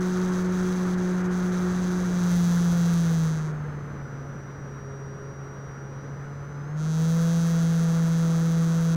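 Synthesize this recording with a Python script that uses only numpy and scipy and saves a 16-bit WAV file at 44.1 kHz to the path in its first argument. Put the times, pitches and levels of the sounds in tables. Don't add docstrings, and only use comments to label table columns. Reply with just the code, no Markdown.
import sys
import numpy as np
from scipy import signal
from scipy.fft import rfft, irfft, next_fast_len
from scipy.io import wavfile
from scipy.ndimage import uniform_filter1d, map_coordinates

SR = 44100
rng = np.random.default_rng(int(sys.argv[2]) if len(sys.argv) > 2 else 0)


def generate_wav(signal):
    frames = np.transpose(np.atleast_2d(signal))
    scaled = np.clip(frames, -1, 1) * 32767
    pcm = np.round(scaled).astype(np.int16)
    wavfile.write(sys.argv[1], SR, pcm)


N = 395130
CRUISE_HZ, CRUISE_SHAKE_DB = 165, -21.5

# time in seconds, shaft speed in Hz.
THROTTLE = [(0.4, 182.3), (2.0, 180.5), (2.4, 174.6), (2.95, 170.7), (3.36, 157.2), (3.65, 147.7),
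            (4.02, 140.1), (4.49, 139.0), (4.83, 137.0), (5.83, 137.5), (6.36, 141.4), (6.64, 143.3),
            (6.81, 155.3), (7.15, 165.2), (7.34, 167.0), (7.95, 165.0), (8.96, 164.8)]
# shaft speed in Hz, level in dB.
IMBALANCE = [(137, -39.5), (144, -35.5), (154, -28), (161, -22), (175.5, -21), (179.5, -25.5), (182, -25.5)]
def propeller():
    speed = timeline(THROTTLE)
    drift = 0.0009 * (speed / CRUISE_HZ) ** 5 * wobble(9)
    flutter = 0.0005 * wobble(50)
    turns = np.cumsum(speed * (1 + drift + flutter)) / SR
    return speed, turns, along(IMBALANCE, speed)


# shaft acceleration in Hz per second, gain in dB.
EFFORT = [(-38, -3.5), (-0.5, 0), (-1, 0), (7, 2)]
def motor_load(speed):
    acceleration = uniform_filter1d(np.gradient(speed) * SR, size=SR // 5)
    return np.interp(acceleration, *np.transpose(EFFORT))


# resonance in Hz, width in Hz, peak gain in dB.
PANEL_MODES = [(364.4, 10.5, -36.5), (390, 11, -57), (497, 20, -42.5), (537, 12, -54.5), (672, 32, -49)]
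def panels(hz):
    powers = (amp(db) ** 2 / (1 + (2 * (hz - centre) / width) ** 2) for centre, width, db in PANEL_MODES)
    return np.sqrt(sum(powers))


# shaft order, middle in seconds, length in seconds, boost in dB.
HUM_SWELLS = [(3, 5.13, 1.9, 11), (2, 8.44, 1.7, 6)]
# shaft order, level in dB against the slipstream level.
UPPER_ORDERS = [(5, -17), (6, -18.5), (7, -20), (8, -22), (9, -20.5), (10, -23.5), (13, -28)]
def hum(turns, speed, shake_db, load_db, rush_db):
    out = (amp(shake_db) + amp(-55.5) * wobble(24)) * tone(turns, 1)
    for order in (2, 3, 4):
        swell_db = sum(db * bump(s, length) for which, s, length, db in HUM_SWELLS if which == order)
        drive = (speed / CRUISE_HZ) ** 2 * amp(load_db + swell_db + 1.28 * wobble(15))
        out += drive * panels(order * speed) * tone(turns, order)
    for order, db in UPPER_ORDERS:
        out += amp(rush_db + load_db + db + 2.3 * wobble(8)) * tone(turns + rng.random(), order)
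    return out


# middle in seconds, length in seconds, depth in dB.
FLOATS = [(.27, .025, 6), (0.308, 0.045, 5), (0.437, .03, 7), (0.489, 0.12, 6.5), (.845, 0.025, 5),
          (0.964, 0.048, 12), (1.203, 0.91, 3), (1.23, 0.042, 14), (1.29, 0.062, 22), (1.507, .06, 5),
          (3.417, .2, 1.5), (8.4, 2.3, 1.5)]
def strike_force(shake_db, lift_off_db=-29.5):
    excess = np.sqrt(np.maximum(amp(shake_db) ** 2 - amp(lift_off_db) ** 2, 0))
    dip_db = sum(depth_db * bump(s, length) for s, length, depth_db in FLOATS)
    gust_db = 0.47 * wobble(65) + 0.2 * wobble(7)
    return excess ** 0.76 * amp(gust_db - dip_db)


# frequency in Hz, relative level in dB.
PART_RING = [(1200, -27), (2350, -8), (2650, -2.5), (2950, -8.5), (3300, 2), (3600, -2.5), (3900, 4),
             (4200, -2.5), (4500, 0), (5200, -2), (6200, 9), (6900, -0.5), (7900, -4.5), (8700, -10.5),
             (10000, -9.5), (13300, -21.5)]
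# frequency in Hz, relative level in dB.
PART_SCRAPE = [(2000, -9), (3500, 1.5), (4600, -2.5), (5900, -2), (7200, -3), (8600, -7.5), (10000, -3),
               (11000, -5.5), (11900, -9.5), (13000, -5), (13900, -8), (14800, -3), (15600, -5),
               (16000, -11.5)]
def rattle(turns, speed, shake_db):
    force = strike_force(shake_db)
    swing = turns + 0.0052 * wobble(25)
    blows = strikes(swing, angle=0.5, jitter_s=1.6e-5, scatter_db=0.6)
    scuffs = scuff(blows, life_s=0.0015)
    tick = ring(blows, PART_RING)
    chafe = amp(-1.5) * ring(scuffs, PART_RING) + amp(-7) * ring(scuffs, PART_SCRAPE)
    chafe_db = -17 + 0.7 * (speed - CRUISE_HZ)
    rebounds = strikes(swing, angle=0.16, jitter_s=0.00014, scatter_db=-1.0)
    scrape = ring(scuff(rebounds, life_s=0.0006), PART_SCRAPE) + amp(-10) * noise(PART_SCRAPE)
    scrape_db = -7 + 2.3 * (shake_db - CRUISE_SHAKE_DB)
    return amp(-28) * force * (tick + amp(chafe_db) * chafe + amp(scrape_db) * scrape)


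def strikes(turns, angle, jitter_s, scatter_db, size=8):
    passes = np.arange(1, int(turns[-1]) - 1) + angle
    late, strong = rng.standard_normal((len(passes), 2)).T
    at = np.interp(passes, turns, np.arange(N)) + jitter_s * SR * late
    taps = at.astype(int)[:, None] + np.arange(1 - size, size + 1)
    offset = taps - at[:, None]
    shape = np.sinc(offset) * np.cos(np.pi * offset / (2 * size)) ** 2
    pulses = shape * amp(scatter_db * strong)[:, None]
    return np.bincount(np.clip(taps, 0, N - 1).ravel(), pulses.ravel(), N)


def scuff(blows, life_s):
    return signal.lfilter([1], [1, -np.exp(-1 / (life_s * SR))], blows) * rng.standard_normal(N)


def ring(x, spectrum, size=1024):
    cepstrum = irfft(np.log(amp(along(spectrum, np.fft.rfftfreq(size, 1 / SR)))))
    cepstrum[1:size // 2] *= 2
    cepstrum[size // 2 + 1:] = 0
    response = irfft(np.exp(rfft(cepstrum)))
    return unit(signal.oaconvolve(x, response)[:N])


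def slipstream(speed, cruise_db=-42, db_per_octave=20.5, lag_s=0.21):
    target_db = cruise_db + db_per_octave * np.log2(speed / CRUISE_HZ)
    keep = np.exp(-1 / (lag_s * SR))
    return target_db[0] + signal.lfilter([1 - keep], [1, -keep], target_db - target_db[0])


# time in seconds, relative level of the buffeting in dB.
ROUGH_AIR = [(0, -48), (1.6, -48), (2.05, -44.5), (4.5, -49), (6.4, -51.5), (7.3, -50), (8.96, -54)]
# frequency in Hz, relative level in dB.
FUSELAGE_BUFFET = [(20, -29), (35, -15), (65, 0), (120, 2), (200, -1), (300, -8), (470, -6), (650, -17.5),
                   (1200, -32), (3000, -68)]
CANOPY_RUSH = [(100, 3.5), (230, 5), (450, 1.5), (650, -2.5), (950, -2), (1150, 0.5), (1400, 2.5),
               (1700, -2.5), (2100, -9.5), (2600, -19), (3000, -21), (6000, -40.5)]
GAP_HISS = [(1500, -16), (3000, -7), (3900, 5), (4200, 3), (5200, 3), (6200, 4.5), (7300, -3), (7900, -1),
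            (8600, -9), (9600, -4.5), (11000, -21), (12500, -21), (13400, -13), (15500, -24)]
def airflow(rush_db):
    buffet = amp(timeline(ROUGH_AIR) + 6.0 + 0.55 * wobble(13)) * noise(FUSELAGE_BUFFET)
    rush = amp(rush_db + 2.0 + 0.52 * wobble(24)) * noise(CANOPY_RUSH)
    hiss = amp(rush_db - 22.3) * noise(GAP_HISS)
    return buffet + rush + hiss


# frequency in Hz, level in dB.
MOTOR_BELL = [(5500, -60), (5760, -58.5), (5860, -62.5), (6000, -65.5), (6300, -68), (7000, -98)]
# shaft order, level in dB before motor load.
MAGNET_ORDERS = [(21, -84.5), (28, -81), (35, -78.5), (36, -83), (41, -79.5), (43, -76.5), (44, -76.5),
                 (46, -85), (57, -90)]
def whine(turns, load_db, main_order=42, switching_hz=11698):
    main_hz = main_order * np.gradient(turns) * SR
    main = amp(along(MOTOR_BELL, main_hz) + 0.48 * wobble(8.7)) * tone(turns, main_order)
    magnets = sum(amp(db + load_db + 2 * wobble(15)) * tone(turns + rng.random(), order)
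                  for order, db in MAGNET_ORDERS)
    switching = amp(-87) * tone(np.arange(N) / SR, switching_hz)
    return main + magnets + switching


def amp(db):
    return 10 ** (np.asarray(db) / 20)


def unit(x):
    return x / np.sqrt(np.mean(x ** 2) + 1e-20)


def along(points, hz):
    freqs, values = np.transpose(points)
    return np.interp(np.log(hz + 1), np.log(freqs + 1), values)


def timeline(points):
    return np.interp(np.arange(N) / SR, *np.transpose(points))


def bump(middle_s, length_s):
    return np.cos(np.pi * np.clip((np.arange(N) / SR - middle_s) / length_s, -0.5, 0.5)) ** 2


def wobble(rate):
    knots = rng.standard_normal(int(N * rate / SR) + 4)
    return unit(map_coordinates(knots, [np.arange(N) * rate / SR]))


def tone(turns, order):
    return np.sqrt(2) * np.sin(2 * np.pi * order * turns)


def filtered(x, response):
    size = next_fast_len(N + SR // 4)
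    return irfft(rfft(x, size) * response(np.fft.rfftfreq(size, 1 / SR)), size)[:N]


def noise(spectrum):
    return unit(filtered(rng.standard_normal(N), lambda hz: amp(along(spectrum, hz))))


def scene():
    speed, turns, shake_db = propeller()
    load_db, rush_db = motor_load(speed), slipstream(speed)
    motor = hum(turns, speed, shake_db, load_db, rush_db) + whine(turns, load_db)
    return (motor + rattle(turns, speed, shake_db) + airflow(rush_db))[None]


def record(dry):
    top_hz = 15900
    return filtered(dry[0], lambda hz: hz < top_hz)[None]


dry = scene()
out = record(dry)
generate_wav(out)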